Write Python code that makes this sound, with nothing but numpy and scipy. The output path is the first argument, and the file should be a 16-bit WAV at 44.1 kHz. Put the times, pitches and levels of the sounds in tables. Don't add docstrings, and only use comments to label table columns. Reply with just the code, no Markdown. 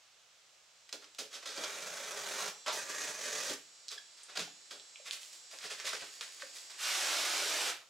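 import sys
import numpy as np
from scipy import signal
from scipy.fft import rfft, irfft, next_fast_len
from scipy.io import wavfile

SR = 44100
rng = np.random.default_rng(int(sys.argv[2]) if len(sys.argv) > 2 else 0)


def dump_mix(stems):
    frames = np.atleast_2d(stems).T
    limited = np.clip(frames, -1, 1)
    pcm = np.round(limited * 32767).astype(np.int16)
    wavfile.write(sys.argv[1], SR, pcm)


N = 348283
TIME = np.arange(N) / SR
TAPS = 4096
HZ = np.fft.rfftfreq(TAPS, 1 / SR)

# f/Hz, density/dB per Hz
TEAR_SPECTRUM = [(40, -57), (400, -16.5), (750, -7), (1000, -7), (1400, 1), (2000, -2), (3300, 1.5),
                 (5000, 1), (7000, -1.5), (9000, -10.5), (12000, -18), (16000, -28)]
# f/Hz, density/dB per Hz
FLOOR_SPECTRUM = [(35, -64), (60, -43), (256, -23.5), (380, -14.5), (540, -10), (822, -10.5), (1250, -2),
                  (2190, 1), (5000, 0), (7750, -4), (12400, -18.5), (16000, -27)]


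def gain_of(db):
    return 10 ** (np.asarray(db) / 20)


def evened(x):
    return x / np.sqrt(np.mean(x ** 2) + 1e-20)


def read(points, hz=HZ):
    f, value = np.transpose(points)
    return np.interp(np.log(hz + 1), np.log(f + 1), value)


def tilt(db_per_octave):
    return db_per_octave * np.log2((HZ + 1) / 3500)


def follow(rows, t):
    s, *columns = np.transpose(rows)
    return [np.interp(t, s, c) for c in columns]


def add(mix, s, sound):
    part = mix[max(round(s * SR), 0):][:len(sound)]
    part += sound[:len(part)]


def impulse(db):
    log_gain = np.maximum(db - db.max(), -100) * np.log(10) / 20
    circle = np.concatenate([log_gain, log_gain[-2:0:-1]])
    return np.fft.ifft(np.exp(np.conj(signal.hilbert(circle)))).real


def colour(x, db):
    h = impulse(db)
    return signal.fftconvolve(x, h / np.linalg.norm(h))[:len(x)]


def wander(size, hz):
    f = np.fft.rfftfreq(N, 1 / SR)
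    slow = irfft(rfft(rng.standard_normal(N)) / (1 + (f / hz) ** 4), N)
    return evened(slow)[:size]


def grains(size, per_s, spread_db):
    height = gain_of(spread_db * np.minimum(rng.exponential(1, size), 4))
    height = height * rng.choice([-1, 1], size)
    return evened(height * (rng.random(size) < per_s / SR))


def gate(t, attack, stop, release):
    return np.minimum(t / max(attack, 1e-4), 1) * np.exp(-np.maximum(t - stop, 0) / max(release, 1e-3))


def ports(a, b):
    # f/Hz, left-right likeness/0-1
    likeness = [(100, 1), (500, 0.9), (1000, 0.63), (2000, 0.54), (4000, 0.62), (8000, 0.38), (14000, 0.24)]
    same = np.clip(read(likeness, np.fft.rfftfreq(len(a), 1 / SR)), -1, 1)
    return np.array([a, irfft(same * rfft(a) + np.sqrt(1 - same ** 2) * rfft(b), len(a))])


def hush(spectrum):
    return ports(*(colour(rng.standard_normal(N), read(spectrum)) for _ in range(2)))


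def motor(whine_db, rush_db, waver, fading_db):
    # t/s, level/dB, share of the second whine colour/0-1
    carry = [(0, -24.5, 0.2), (1.2, -13, 0.1), (2.5, -4, 0.1), (3.7, -6, 0.56), (5.4, -2.5, 0.46),
             (6.2, 0.5, 0.9), (6.7, 1.5, 0.7), (7.4, 6, 1), (7.9, -17, 1)]
    # f/Hz, density/dB per Hz
    air_rush = [(180, -68.5), (300, -14.5), (486, -11.5), (1230, -11), (3130, -7.5), (3460, -7), (5800, -3),
                (6520, -31), (7820, -1.5), (9390, -15), (16000, -43)]
    # t/s, f/Hz
    shaft = [(4.0, 283.5), (5.2, 283.45), (6.3, 283.15)]
    whine_colours_db = [
        [-71.5, -91, -69.5, -82, -73, -85, -75, -88, -67.5, -88, -72, -88, -72.5, -66.5, -70, -69, -71],
        [-93, -88, -82, -86, -69, -71, -84, -82, -70, -86, -85, -74, -65, -92, -73, -74, -76],
    ]
    lowest_multiple = 12
    partner_hz, partner_db = 107, 2.5
    fade_step_s = 0.15

    carry_db, second = follow(carry, TIME)
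    second = np.clip(second, 0, 1)
    turns = np.cumsum(follow(shaft, TIME)[0] * (1 + waver * wander(N, 8.0))) / SR
    knots = np.arange(0, N / SR + 1, fade_step_s)
    whine = np.zeros((2, N))
    for k, (first_db, second_db) in enumerate(zip(*whine_colours_db), lowest_multiple):
        partials = [(k * turns, gain_of(first_db) * (1 - second) + gain_of(second_db) * second)]
        if k % 2 == 0:
            partials.append((k * turns + partner_hz * TIME, gain_of(first_db + partner_db) * (1 - second)))
        for cycles, gain in partials:
            fading = np.interp(TIME, knots, gain_of(fading_db * rng.standard_normal(len(knots))))
            phase = 2 * np.pi * rng.random() + .5 * rng.standard_normal((2, 1))
            whine += np.sqrt(2) * gain * fading * np.sin(2 * np.pi * cycles + phase)
    return gain_of(carry_db) * (gain_of(whine_db) * whine + gain_of(rush_db) * hush(air_rush))


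def snap(s, db, hz, octaves, crumble):
    t = np.arange(TAPS) / SR
    peak_db = -20 * np.log10(1 + (np.log2((HZ + 1) / hz) / octaves) ** 2)
    burst = rng.standard_normal(TAPS) * np.exp(-t / max(crumble, 1e-4))
    click = colour(burst, peak_db + read(TEAR_SPECTRUM))
    return s, gain_of(db) * click / abs(click).max()


def panels_db():
    # f/Hz, half width/Hz (to -6 dB), level/dB
    modes = [(151, 59, -3), (310, 29, -0.5), (422, 23.4, 2.5), (588, 190, -0.5), (890, 190, -2.5),
             (1260, 300, -3)]
    power = sum(gain_of(db) ** 2 / (1 + ((HZ - f) / w) ** 2) ** 2 for f, w, db in modes)
    return 10 * np.log10(power + 1e-12)


def rasp(s, rise, decay, db, tilt_db, boom_db, boom_hz, spectrum=TEAR_SPECTRUM):
    t = np.arange(SR // 3) / SR
    stroke = gate(t, rise, rise, decay)
    tear = colour(stroke * grains(len(t), per_s=9000, spread_db=3.0), read(spectrum) + tilt(tilt_db))
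    place_db = -9.5 * np.log2((HZ + 1) / boom_hz) ** 2
    flex = signal.lfilter([1], [1, -np.exp(-1 / (0.0066 * SR))], stroke ** 2) ** .5
    boom = colour(flex * rng.standard_normal(len(t)), panels_db() + place_db)
    boom *= np.linalg.norm(stroke) / np.linalg.norm(boom)
    return s, gain_of(db) * tear + gain_of(boom_db) * boom


def rub(drive, spectrum, wall, boom_db, hiss_db):
    shape_db = read(spectrum) + sum(db / (1 + (2 * (HZ - f) / w) ** 2) for f, w, db in wall)
    shape_db += 0.37 * np.clip(panels_db() + 8.5, -8, 8) * (HZ < 1000)
    below = 1 / (1 + (HZ / 900) ** 8)
    above = 1 - 1 / (1 + (HZ / 5000) ** 12)
    shares = below, np.abs(1 - below - above), above
    size = next_fast_len(len(drive) + TAPS)
    hz = np.fft.rfftfreq(size, 1 / SR)
    sound = rfft(colour(drive, shape_db), size)
    boom, middle, hiss = (evened(irfft(sound * np.interp(hz, HZ, share), size)[:len(drive)])
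                          for share in shares)
    return middle + gain_of(boom_db) * boom + gain_of(hiss_db) * hiss


def cut(start, end, db, swell_db, boom_db, hiss_db, flute_hz, spectrum, wall):
    # t/s, half length/s (to 1/e of the dip), dip/dB
    stalls = [(2.855, 0.034, -6.5), (3.136, .01, -9), (3.173, 0.013, -5)]
    attack_s, release_s = 0.015, 0.012
    easiest, bite_db = 0.4, 0.5
    ease_from, ease_db = 0.89, -3.5
    judder_db, judder_hz = 0.65, 25
    speed_up, flute_depth, flute_jitter, jitter_hz = 2.1, 0.24, 0.249, 9.2
    mid_panel_db, hiss_per_db = 1.5, -0.02
    ring_at_start, ring_at_end = 1.88, 0.8

    t = np.arange(0, end - start + 6 * release_s, 1 / SR)
    along = np.minimum(t / (end - start), 1)
    bite = bite_db * (1 - along / easiest) ** 2
    pull = swell_db * ((along - easiest) / (1 - easiest)) ** 2
    force_db = np.where(along < easiest, bite, pull)
    force_db = force_db + sum(dip * np.exp(-((start + t - s) / half) ** 2) for s, half, dip in stalls)
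    force_db = force_db + np.interp(along, [ease_from, 1], [0, ease_db])
    force_db = force_db + judder_db * wander(len(t), judder_hz)

    flute_rate = flute_hz * speed_up ** (along ** 2) * (1 + flute_jitter * wander(len(t), jitter_hz))
    turns = np.cumsum(flute_rate) / SR
    drive = grains(len(t), per_s=4000, spread_db=2.0) * (1 + flute_depth * np.cos(2 * np.pi * turns))
    booms_db = boom_db - mid_panel_db * (2 * along - 1) ** 2
    hisses_db = hiss_db + hiss_per_db * force_db
    ringing, damped = (rub(drive, spectrum, [(hz, width, ring * lift) for hz, width, lift in wall],
                           booms_db, hisses_db) for ring in (ring_at_start, ring_at_end))
    sound = ringing + along * (damped - ringing)
    return start, gain_of(db + force_db) * gate(t, attack_s, end - start, release_s) * sound


def falling_blip(s, length, start_hz, end_hz, db, fall_db):
    t = np.arange(0, length, 1 / SR)
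    turns = np.cumsum(np.interp(t, [0, length], [start_hz, end_hz])) / SR
    tone = sum(gain_of(-fall_db * k) * np.sin(2 * np.pi * (k + 1) * turns) for k in range(3))
    return s, gain_of(db) * evened(tone * np.sin(np.pi * t / length) ** 2)


def scuff(s, rise, decay, db, tilt_db):
    return rasp(s, rise, decay, db, tilt_db, boom_db=db - 24.5, boom_hz=550, spectrum=FLOOR_SPECTRUM)


def grit(s, db, hz):
    return snap(s, db, hz, octaves=1.3, crumble=0.0004)


def crackle():
    start_s, end_s, level_db, per_s = 5.45, 6.9, -58.5, 460
    size = round((end_s - start_s) * SR)
    ticks = colour(grains(size, per_s, spread_db=4.0), read(FLOOR_SPECTRUM) + tilt(3.5))
    return start_s, gain_of(level_db) * signal.windows.tukey(size, .5) * ticks


def bump(s, db, boom_hz):
    grit_db = db + 3
    return rasp(s, 0.0033, 0.012, grit_db, -4.5, db, boom_hz, FLOOR_SPECTRUM)


def drag():
    # f/Hz, density/dB per Hz
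    base_spectrum = [(35, -67), (60, -44), (222, -22.5), (323, -8), (469, -9), (621, -3.5), (715, -7.5),
                     (1040, -2.5), (1410, -2.5), (1860, 1), (2470, 3.5), (5460, 1.5), (7750, -2.5),
                     (13900, -17), (16000, -27)]
    # f/Hz, width/Hz, lift/dB
    base_wall = [(310, 49, -3), (730, 110, 2.5), (980, 110, -2.5), (1420, 390, 6.5), (2500, 610, -0.5)]
    start_s, stop_s, attack_s, release_s = 6.77, 7.7, 0.086, 0.033
    level_db, sag_db_per_s = -36.6, -0.8
    steady_hiss_db, stop_dull_db_per_s = -2.5, -68
    light_boom_db, settled_boom_db, settle_s = -22.5, -10.5, 0.31

    length = stop_s - start_s
    t = np.arange(0, length + 6 * release_s, 1 / SR)
    hiss_db = steady_hiss_db + stop_dull_db_per_s * np.maximum(t - length, 0)
    boom_db = np.interp(t, [0, settle_s], [light_boom_db, settled_boom_db])
    drive = grains(len(t), per_s=16000, spread_db=3.0)
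    sound = rub(drive, base_spectrum, base_wall, boom_db, hiss_db)
    return start_s, gain_of(level_db + sag_db_per_s * t) * gate(t, attack_s, length, release_s) * sound


def echoes(wet_db, early_db):
    # f/Hz, t60/s
    decay_times = [(150, 0.44), (400, 0.25), (1000, 0.27), (3000, 0.33), (7000, 0.25), (14000, 0.37)]
    size = SR // 2
    slots = np.arange(60, size - 12, 12)
    at = slots + rng.integers(0, 12, (2, len(slots)))
    taps = np.zeros((2, size))
    np.put_along_axis(taps, at, rng.choice([-1., 1.], (2, len(slots))), 1)
    hz, t, z = signal.stft(taps, SR, nperseg=256)
    tail = signal.istft(z * gain_of(-60 * t / read(decay_times, hz)[:, None]), SR, nperseg=256)[1]
    early = np.zeros_like(tail)
    signs = rng.choice([-1., 1.], (2, 12)) / np.sqrt(12)
    np.put_along_axis(early, rng.integers(8, 300, (2, 12)), signs, 1)
    response = ports(*(gain_of(wet_db) * tail / np.linalg.norm(tail[0]) + gain_of(early_db) * early))
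    response[:, 0] += 1
    return response / np.linalg.norm(response[0])


def garage(x, wet_db, early_db, count):
    place = TIME * 11
    out = np.zeros((2, N))
    for k in range(count):
        away = np.abs((place - k + count / 2) % count - count / 2)
        share = np.cos(np.pi / 2 * np.minimum(away, 1))
        response = echoes(wet_db, early_db)
        direct = response[:, :1].copy()
        response[:, 0] = 0
        out += direct * x * share ** 2
        out += signal.fftconvolve((x * share)[None], response, axes=1)[:, :N]
    return out


def scene():
    # f/Hz, density/dB per Hz
    outdoor_spectrum = [(15, -58), (25, -31), (58, -14), (87, -17.5), (120, -11), (270, -19.5), (575, -4),
                        (1040, -7), (1160, -3.5), (1890, -4.5), (2910, -2), (3720, -3), (6920, -4),
                        (9840, -17.5), (16000, -26)]
    # t/s, rise/s, decay/s, level/dB, tilt/dB per octave, boom/dB, boom centre f/Hz
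    rips = [(0.9259, 0.00084, 0.019, -38.5, 0.5, -47.5, 413), (1.01, 0.017, 0.029, -53, -2, -63, 450),
            (1.183, 0.0055, .027, -36, 1.5, -46.5, 410), (1.3, 0.056, .03, -43.5, 0, -58.5, 497),
            (1.424, 0.0051, 0.022, -46.5, -2, -58.5, 452), (1.454, 0.0054, 0.11, -40.5, -0.5, -53.5, 423),
            (1.574, 0.0039, 0.012, -37.5, -2, -40.5, 425), (1.63, 0.0085, 0.015, -34.5, -2, -44, 504),
            (2.37, 0.026, 0.071, -46, -1, -45.5, 1080), (2.6615, 0.00094, 0.022, -34.5, -3, -41.5, 800),
            (2.67, 0.01, 0.037, -32, -3, -37, 890), (2.718, 0.013, 0.037, -38.5, 6, -48, 383),
            (3.49, 0.0073, 0.017, -36, 1.5, -41, 346), (3.897, 0.019, 0.035, -42.5, 1, -59.5, 550),
            (4.166, .009, 0.13, -58, 0, -91, 398), (4.28, 0.016, 0.041, -48.5, -3.5, -75, 1190),
            (4.351, 0.0085, 0.011, -38, -2, -62, 595), (4.368, 0.0057, .007, -30, -1, -40, 477),
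            (4.383, 0.012, 0.029, -34.5, -0.5, -47.5, 274), (4.705, 0.0046, 0.036, -43.5, -0.5, -54.5, 440)]
    # t/s, peak before echoes/dB, centre f/Hz, width/octaves, crumbling time/s
    clicks_and_knocks = [(0.892, -36.5, 5500, 12, 0.0039), (0.927, -28.5, 5000, 0.22, .002),
                         (1.043, -39, 4500, 1.6, 0.0016), (1.1478, -42, 6000, 1.6, .002),
                         (2.48, -37, 6500, 2, 0.0026), (3.8828, -28, 5340, 0.63, 0.0013),
                         (3.889, -27, 5200, 0.34, .0017), (4.233, -40, 8500, 0.2, .0055),
                         (4.798, -34, 3400, 1, .0006), (4.958, -35, 2540, 0.28, 0.0015),
                         (5.932, -29, 1490, 0.41, .0027), (6.421, -30.5, 1480, 0.58, 0.0021)]
    # start t/s, end t/s, level before force and trim/dB, swell toward the end/dB,
    # boom in mid-panel/dB, edge hiss at zero force/dB, starting flute rate before jitter/Hz
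    cuts = [(1.55, 2.493, -46, 8, -6, -1.5, 26), (2.739, 3.538, -43, 4, -8, -0.5, 25)]
    # f/Hz, density/dB per Hz
    cut_spectra = [
        [(35, -77), (60, -36), (156, -15.5), (346, -10.5), (417, 0), (469, -8.5), (566, -5.5), (1060, -4),
         (1410, -2), (2090, -4.5), (2300, -9), (2650, -6), (6280, -9), (11500, -21), (16000, -31)],
        [(35, -70), (60, -30), (142, -13), (193, -15.5), (294, -6.5), (338, -10.5), (408, 1), (458, -1),
         (593, -1), (749, -6.5), (1700, -7), (3580, -5), (6140, 1), (11800, -14.5), (16000, -25)],
    ]
    # f/Hz, width/Hz, lift before ring scaling/dB
    cut_walls = [
        [(556, 110, 6.5), (1000, 160, -2), (1390, 190, 2.5), (2340, 130, 7.5), (3680, 740, 1.5),
         (5040, 770, -0.5), (6600, 2400, 3)],
        [(606, 93, 2), (1184, 63, 6.5), (1725, 600, 7.5), (2490, 340, 4), (3300, 410, 0.5), (5000, 700, -1.5),
         (6900, 2600, 3)],
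    ]
    # t/s, length/s, start f/Hz, end f/Hz, level/dB, fall per overtone/dB
    blips = [(3.975, 0.014, 1770, 1580, -45.5, 2), (4.473, 0.013, 800, 725, -55, 20),
             (4.996, 0.012, 606, 556, -56.5, 24), (5.528, 0.015, 690, 543, -57, 23),
             (6.004, 0.043, 600, 503, -58.5, 24), (6.426, 0.024, 577, 524, -54.5, 24)]
    # t/s, rise/s, decay/s, level/dB, tilt/dB per octave
    scuffs = [(5.045, 0.029, .029, -43, -0.5), (5.109, 0.024, 0.031, -40.5, 2),
              (5.2, 0.017, 0.093, -51.5, 4.5), (5.325, .006, 0.027, -49, 3.5), (5.505, 0.009, 0.12, -50, 1),
              (5.59, 0.066, .03, -42, -1), (5.695, 0.012, 0.042, -39.5, -1), (5.77, 0.032, 0.054, -45, -2),
              (5.838, 0.037, 0.041, -34.5, 0), (5.929, 0.0043, 0.032, -37.5, -0.5),
              (5.99, 0.011, 0.085, -46.5, -0.5), (6.207, 0.0044, 0.042, -41, -1),
              (6.375, .045, 0.02, -47.5, -0.5), (6.54, 0.025, 0.037, -46, 3.5),
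              (6.695, 0.0048, 0.058, -48.5, -0.5)]
    # t/s, peak before echoes/dB, centre f/Hz
    cracks = [(5.11, -18.5, 3970), (5.232, -31, 3500), (5.5876, -28.5, 4200), (5.8, -25.5, 3380),
              (5.855, -23.5, 4000), (5.88, -33, 4000), (5.909, -40, 4000), (5.953, -26, 3220),
              (6.015, -32, 3500), (6.2103, -21, 3880), (6.229, -34, 3000)]
    # t/s, boom level/dB, boom centre f/Hz
    bumps = [(5.535, -54.5, 600), (5.64, -50, 414), (5.71, -54, 420), (5.84, -49, 485), (5.93, -45.5, 480),
             (6.018, -48, 450), (6.425, -58.5, 346), (7.812, -60, 1310)]
    outdoor_db, knife_trim_db = -64.5, -1.14

    knife, sliding, hits = np.zeros((3, N))
    for row, spectrum, wall in zip(cuts, cut_spectra, cut_walls):
        add(knife, *cut(*row, spectrum, wall))
    add(sliding, *drag())
    add(hits, *crackle())
    events = ((rasp, rips), (scuff, scuffs), (bump, bumps), (snap, clicks_and_knocks),
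              (grit, cracks), (falling_blip, blips))
    for source, table in events:
        for row in table:
            add(hits, *source(*row))
    points = garage(gain_of(knife_trim_db) * knife + hits, wet_db=-3.0, early_db=-9.5, count=7)
    base = garage(sliding, wet_db=-4.5, early_db=-11, count=11)
    far_motor = motor(whine_db=2.5, rush_db=-57.5, waver=0.00119, fading_db=3.0)
    return points + base + gain_of(outdoor_db) * hush(outdoor_spectrum) + far_motor


def record(dry):
    # f/Hz, left minus right/dB
    balance = [(60, 0.5), (110, -0.5), (200, 0.0), (380, -0.5), (700, -1.0), (1290, -1), (2380, -1.5),
               (4400, -2.0), (8120, -2.5), (15000, 0.5)]
    edge_hz = 15900
    lean_db = read(balance, np.fft.rfftfreq(N, 1 / SR))
    leaned = irfft(rfft(dry) * gain_of(np.array([lean_db, -lean_db]) / 2), N)
    low_pass = signal.firwin(511, edge_hz, window=("kaiser", 9), fs=SR)
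    return signal.oaconvolve(leaned, low_pass[None], "same")


dry = scene()
out = record(dry)
dump_mix(out)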